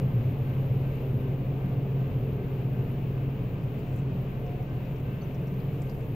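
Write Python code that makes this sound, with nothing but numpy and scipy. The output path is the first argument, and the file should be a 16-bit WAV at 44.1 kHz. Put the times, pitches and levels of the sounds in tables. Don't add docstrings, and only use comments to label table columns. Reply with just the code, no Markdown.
import sys
import numpy as np
from scipy import signal
from scipy.fft import rfft, irfft, next_fast_len
from scipy.io import wavfile
from scipy.ndimage import uniform_filter1d

SR = 44100
rng = np.random.default_rng(int(sys.argv[2]) if len(sys.argv) > 2 else 0)


def put_to_file(sound):
    columns = np.atleast_2d(sound).T
    safe = np.clip(columns, -1, 1)
    whole_steps = np.round(safe * 32767)
    wavfile.write(sys.argv[1], SR, whole_steps.astype(np.int16))


def to_linear_factor(level_db):
    exponent = np.asarray(level_db, float) / 20
    return 10 ** exponent


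N = 271207

# f/Hz, level/dB per Hz
RUMBLE_SPECTRUM = [(27, -41), (38, -17.5), (80, -18.5), (150, -11), (210, -18.5), (260, -19.5), (310, -23),
                   (360, -24.5), (480, -25.5), (570, -28), (760, -34), (1200, -40.5), (1600, -54.5),
                   (3000, -81.5)]
# f/Hz, width/Hz, lift/dB
PANEL_MODES = [(192.6, 6.9, 5.5), (233.3, 6.3, 6.5), (284.8, 12, 7.5), (322, 5.9, 3.5), (355, 8.2, 3.5),
               (407, 50, 3.5), (439.4, 7.9, 8.5), (460.4, 5.2, 7.5), (488.4, 4.5, 6), (529, 5.2, 2.5),
               (615, 44, 2.5), (726, 5.5, 8.5), (890, 5.9, 5.5)]
# f/Hz, width/Hz, level/dB
CABIN_AIR_MODES = [(117.8, 9, 7.5), (97.7, 14, -5.5), (148.8, 10, -11.5)]
# t/s, lift/dB, half length/s
AXLE_JOLTS = [(.2, 6.5, 0.77), (.75, 4, 0.24), (1.15, 9, .12), (2.14, 11.5, 0.17), (2.38, 4, .15),
              (2.78, 5, 0.12), (3.15, 4.5, 0.69), (3.92, 10, 0.1), (4.1, 10, .14), (5.12, 4.5, 0.25),
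              (6.15, 13.5, .14)]
# t/s, level/dB
HUM_LEVEL = [(0, -30), (.2, -30), (.5, -32), (.7, -29.5), (1.0, -33), (1.4, -28.5), (1.9, -33.5),
             (2.3, -32), (2.7, -32), (3.0, -32), (3.4, -34.5), (3.8, -32.5), (4.2, -34), (4.6, -35.5),
             (5.0, -35), (5.4, -37.5), (5.7, -34), (6.15, -39)]
# multiple of the turning rate, level/dB
DIESEL_ORDERS = [(1, -59.5), (1.4, -61), (1.5, -53), (2, -55.5), (4, -46)]
WHEEL_PITCHES = [
    [388, 420],
    [531],
    [711],
]
# (t/s, lift/dB, half length/s)
WHEEL_SONG = [
    (9, -50.5, .4, [(1.5, 3.5, 1.3), (1.9, 2.5, .2), (2.7, 7.5, 0.38), (4.1, 6, .5), (4.55, 5, 0.27)]),
    (3, -58.5, .4, [(0, 9, 1.4), (2.1, 3, .4), (3.0, 4, .5), (4.7, 3, 0.84)]),
    (6, -63, .1, [(0, 6, 0.33), (1.69, 4, .25), (2.9, 5, .2), (4.1, 4.5, .5), (4.55, 6, .2), (5.3, 4, .8)]),
]
GONG_PITCHES = [581, 1047, 1205, 1554.8, 2099.5, 2685.3]
# level/dB, time to fall 60 dB/s, left-right/dB, left lead/rad
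GONG_MODES = [(-63.5, 1.9, 3, 1.5), (-61, 0.84, 1, 1.5), (-63, 1.5, 0.5, 0.8), (-55, 1, -2, 4),
              (-66.5, 1.7, -2.5, 0.7), (-67, 1.7, 6.5, 0)]
# multiple of the turning rate, level/dB
CAR_ENGINE_ORDERS = [(1, -46), (2, -50), (3, -58.5), (4, -46), (6, -47.5), (6.5, -51.5), (7, -59.5)]
# f/Hz, level/dB per Hz
VENT_SPECTRUM = [(500, -30), (900, -1.5), (1500, -2.5), (2000, -3), (2500, -0.5), (2850, -2.5),
                 (3300, -9.5), (4300, -17.5), (5500, -24.5), (7300, -25), (8200, -33), (11000, -33),
                 (16000, -32.5)]
# t/s, lift/dB, half length/s
FAN_BREATHS = [
    (.75, 1.1, 0.34),
    (2.07, 0.4, 0.36),
    (3.2, .9, 0.37),
    (5.3, 0.9, 0.42),
]
# t/s, peak/dB, f/Hz, left-right/dB
CASE_CREAKS = [(3.79, -63, 7000, -2), (3.8, -62, 4600, 5), (3.958, -60, 6750, 0), (3.96, -56, 12300, -6),
               (3.985, -59, 6940, 0), (3.994, -64, 6800, 4), (4.463, -60, 5600, 8), (4.624, -61, 5800, 2.5),
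               (4.669, -66, 6500, 4), (4.695, -63, 5000, 4), (4.85, -63, 5500, 6), (4.96, -62, 5470, 4),
               (5.0, -66, 6800, 4), (5.345, -56, 5600, -1.5), (5.469, -58, 5500, 3), (5.476, -61, 5800, 5),
               (5.47, -72, 8500, -2.5), (5.54, -63, 6200, 3), (5.601, -59, 4300, 9), (5.735, -69, 8300, -9),
               (5.817, -53, 7500, 0), (5.819, -56, 5000, 6), (5.895, -51, 4660, 8),
               (5.896, -62, 6500, -2.5), (5.911, -55, 4700, 1.5), (5.949, -60, 4500, 4),
               (5.992, -64, 9500, -5), (6.008, -62, 4700, 7), (6.038, -71, 8500, -7)]
# t/s, peak/dB, f/Hz, left-right/dB, width/Hz
CASE_SQUEAKS = [
    (4.597, -39, 728, 0, 50),
    (5.212, -58, 4500, -3, 180),
    (5.215, -61.5, 6070, 5, 90),
]
# f/Hz, level/dB per Hz
RUB_SPECTRUM = [(2500, -33.5), (4500, -3.5), (6500, 4.5), (8500, 1), (9800, -8), (11500, 1), (13000, -0.5),
                (16000, -10)]
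# t/s, lift/dB, half length/s
SKIN_SLIDES = [(3.5, 7, .08), (3.64, 13, .12), (3.79, 15, .09), (3.88, 11, .08), (3.96, 18.5, 0.098),
               (4.9, 9, 1.1), (5.5, 8, .25), (5.75, 12, .07), (5.83, 15, 0.1), (5.92, 14, 0.1),
               (6.03, 17, 0.11)]
# t/s, f/Hz, glide/Hz per s
CIRCUIT_LOADS = [(0, 13920, -250), (.95, 13720, -1200), (1.23, 14600, 1600), (1.47, 14940, -2500),
                 (1.74, 14920, -700), (1.98, 14550, -900), (2.38, 14570, -1500), (2.58, 14650, -2500),
                 (2.78, 14100, -5000), (2.94, 14960, 30), (3.62, 14700, -3500), (3.76, 14750, 2200),
                 (4.12, 14400, -9000), (4.18, 13970, 30), (4.45, 14800, -300), (4.72, 14950, -3500),
                 (5.0, 15050, -4000), (5.36, 15100, -6000), (5.5, 14040, 499.5), (5.79, 13300, -1800),
                 (6.03, 13550, 31.5)]
# t/s, dip/dB, half length/s
WHINE_STALLS = [(2.395, -7, .03), (3.59, -10, .05), (4.02, -8, .05), (4.075, -11, .07), (4.28, -9, .04),
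                (4.36, -8, .06), (4.68, -9, .04), (6.02, -7, .06)]
# start t/s, end t/s, level/dB
CLOCK_LOCKS = [
    (0, 1.06, -68),
    (1.18, 1.215, -69),
    (4.195, 4.245, -69),
    (4.3, 4.44, -69),
    (5.495, 5.52, -70),
    (5.55, 5.65, -66.5),
]
# f/Hz, level/dB per Hz
HASH_SPECTRUM = [(11000, -30), (11450, -21.5), (11700, -7.5), (12500, -4), (13300, -1), (14500, 2),
                 (16000, -5)]
# f/Hz, likeness from 0 to 1
EAR_LIKENESS = [(60, 1), (99, 1.0), (160, 0.97), (270, 0.9), (450, 0.99), (740, 0.72), (1220, 0.16),
                (2010, 0.41), (3330, 0.56), (5500, 0.41), (9080, 0.34), (15000, 0.72)]
# f/Hz, left-right/dB
EAR_LEAN = [(60, -1), (99, 1), (160, -1), (270, 1.5), (450, -0.5), (740, 0.0), (1220, 2), (2010, 4.5),
            (3330, 7), (5500, 8), (9080, 2.5), (15000, 8)]


def clock():
    return np.arange(N) / SR


def swells(rows):
    return sum(db * np.maximum(1 - np.abs(clock() - s) / half_s, 0) for s, db, half_s in rows)


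def rms_one(x):
    return x / np.sqrt(np.mean(x ** 2) + 1e-20)


def at_hz(points, hz):
    f, value = np.transpose(points)
    return np.interp(np.log(hz), np.log(np.maximum(f, 1)), value)


def drift(rate):
    r = np.exp(-80 * np.pi * rate / SR)
    slow = signal.lfilter([1], [1, -2 * r, r * r], rng.standard_normal(N // 40 + 2002))
    slow = rms_one(slow[2000:])
    return np.interp(np.arange(N) / 40, np.arange(len(slow)), slow)


def resonance(x, hz, width_hz):
    r = np.exp(-np.pi * width_hz / SR)
    top = np.array([1, 0, -1]) * (1 - r * r) / 2
    return signal.lfilter(top, [1, -2 * r * np.cos(2 * np.pi * hz / SR), r * r], x)


def sides(pan_db):
    return to_linear_factor(np.array([[.5], [-.5]]) * pan_db)


def cabin_noise(spectrum, modes=()):
    size = next_fast_len(N)
    hz = np.maximum(np.arange(size // 2 + 1) * SR / size, 1)
    mid, side = rfft(rng.standard_normal((2, size)))
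    alike = np.clip(at_hz(EAR_LIKENESS, hz), 0, 1)
    pair = np.sqrt(1 + alike) * mid + np.sqrt(1 - alike) * side * [[1], [-1]]
    pair = pair * sides(at_hz(EAR_LEAN, hz))
    lift_db = sum(db / (1 + (2 * (hz - centre) / width) ** 2) for centre, width, db in modes)
    out = irfft(pair * to_linear_factor(at_hz(spectrum, hz) + lift_db), size)[:, :N]
    return out / np.sqrt(np.mean(out.mean(0) ** 2))


def orders(hz, table, waver_db):
    turn = 2 * np.pi * np.cumsum(hz) / SR
    out = np.zeros(N)
    for multiple, db in table:
        height = np.sqrt(2) * to_linear_factor(db + waver_db * drift(1.9))
        out += height * np.sin(multiple * turn + rng.uniform(0, 2 * np.pi))
    return out


def body_rumble():
    return to_linear_factor(-35.5 - 0.38 * clock() + 1.13) * cabin_noise(RUMBLE_SPECTRUM, PANEL_MODES)


def cabin_boom():
    white = rng.standard_normal(N + SR)
    boom = 0
    for hz, width_hz, db in CABIN_AIR_MODES:
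        once = resonance(white, hz, 1.36 * width_hz)
        boom = boom + to_linear_factor(db) * resonance(once, hz, 1.36 * width_hz)
    level_db = -35 - 1.0 * clock() + swells(AXLE_JOLTS)
    return to_linear_factor(level_db) * rms_one(boom[SR:])


def generator_hum():
    t, level_db = np.transpose(HUM_LEVEL)
    level_db = np.interp(clock(), t, level_db) + 0.3
    return to_linear_factor(level_db) * orders(np.full(N, 133.9), [(1, 0.0011), (2, -22)], waver_db=1.5)


def diesel():
    return orders(44.24 * (1 + 0.001977 * drift(1.5)), DIESEL_ORDERS, waver_db=3.5)


def train():
    low = cabin_boom() + generator_hum() + diesel()
    return low * sides(.4) + body_rumble()


def wheels():
    out = 0
    for pitches, (width_hz, db, fade_db, passes) in zip(WHEEL_PITCHES, WHEEL_SONG):
        shared = rng.standard_normal(N + SR)
        rough = shared + 0.48 * rng.standard_normal((2, N + SR))
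        ring = sum(resonance(resonance(rough, hz, width_hz), hz, width_hz) for hz in pitches)[:, SR:]
        out = out + to_linear_factor(db - fade_db * clock() + swells(passes)) * rms_one(ring)
    return out


def gong():
    first_s, period_s = 0.04, .384
    since = (clock() - first_s) % period_s
    blow = ((clock() - first_s) // period_s).astype(int) + 1
    out = np.zeros((2, N))
    for hz, (db, t60, pan_db, lead) in zip(GONG_PITCHES, GONG_MODES):
        uneven_db = 1.5 * rng.standard_normal(30)[blow]
        height = to_linear_factor(db - 60 * since / t60 + uneven_db)
        height = uniform_filter1d(height, int(0.055 * SR), origin=int(0.022 * SR))
        out += height * sides(pan_db) * np.sin(2 * np.pi * hz * clock() + np.array([[lead], [0]]))
    return out


def car_engine():
    hunt_hz = .19 * np.cos(2 * np.pi * clock() / 1.4)
    return orders(24.12 + hunt_hz, CAR_ENGINE_ORDERS, waver_db=1.4)


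def vent():
    level_db = -60 - 0.19 * clock() + swells(FAN_BREATHS) + 4.0 + 0.59 * drift(4.5)
    return to_linear_factor(level_db) * cabin_noise(VENT_SPECTRUM)


def case_creaks():
    t = np.arange(8820) / SR
    out = np.zeros((2, N + len(t)))
    rings = [(*row, min(.3 * row[2], 2200), .045) for row in CASE_CREAKS]
    rings += [(*row, 0.044) for row in CASE_SQUEAKS]
    for s, db, hz, pan_db, width_hz, t60 in rings:
        burst = rng.standard_normal((3, len(t)))
        burst = burst[0] + 0.7 * burst[1:]
        burst = burst * to_linear_factor(-60 * t / t60) * np.minimum(t / .0015, 1)
        tick = resonance(resonance(burst, hz, width_hz), hz, width_hz)
        at = round(s * SR)
        out[:, at:at + len(t)] += to_linear_factor(db) * sides(pan_db) * tick / np.abs(tick.mean(0)).max()
    return out[:, :N]


def skin_rub():
    level_db = -91.5 + swells(SKIN_SLIDES) + 1.8 * drift(60)
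    return to_linear_factor(level_db) * cabin_noise(RUB_SPECTRUM) * to_linear_factor(np.array([[-3.5], [5]]))


def whine_pitch():
    load = np.searchsorted([s for s, *_ in CIRCUIT_LOADS[1:]], clock())
    start, centre, glide = np.array(CIRCUIT_LOADS)[load].T
    return uniform_filter1d(centre + glide * (clock() - start), int(.03 * SR))


def clock_tone():
    locked = sum(to_linear_factor(db) * (clock() >= on) * (clock() < off) for on, off, db in CLOCK_LOCKS)
    tone = orders(np.full(N, 2000), [(7, -4.0), (6, -20.5)], waver_db=0.5)
    return uniform_filter1d(locked, size=300) * tone * sides(5)


def whine():
    hz = whine_pitch()
    level_db = -65.5 - 1.2 * (hz / 1000 - 14) + swells(WHINE_STALLS)
    frame = 59.8 * clock() % 1
    turn = 2 * np.pi * np.cumsum(hz + 550 * (frame - .5) + 330 * drift(300)) / SR
    low_pass = signal.butter(2, 260, fs=SR, output="sos")
    slow = signal.sosfilt(low_pass, rng.standard_normal((2, 2, N)))
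    own, other = slow[:, 0] * np.cos(turn) + slow[:, 1] * np.sin(turn)
    own = rms_one(own) + 1.8 * np.cos(turn)
    other = rms_one(other)
    pulse = 1 + .12 * np.sin(2 * np.pi * frame) + .08 * np.sin(4 * np.pi * frame)
    pair = np.array([rms_one(own), to_linear_factor(-14.5) * rms_one(own + .5 * other)])
    band = to_linear_factor(level_db + 2.5) * pulse * pair
    hash_db = -69 + .3 * (level_db + 69.5)
    return band + to_linear_factor(hash_db) * cabin_noise(HASH_SPECTRUM) * sides(4) + clock_tone()


def scene():
    outside = train() + wheels() + gong()
    car = car_engine() + vent()
    phone = case_creaks() + skin_rub() + whine()
    return outside + car + phone


def top_cut(x):
    return signal.sosfilt(signal.butter(12, 16160, fs=SR, output="sos"), x)


def record(dry):
    steep = signal.ellip(14, .3, 55, 15730, fs=SR, output="sos")
    return top_cut(signal.sosfilt(steep, dry))


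dry = scene()
out = record(dry)
put_to_file(out)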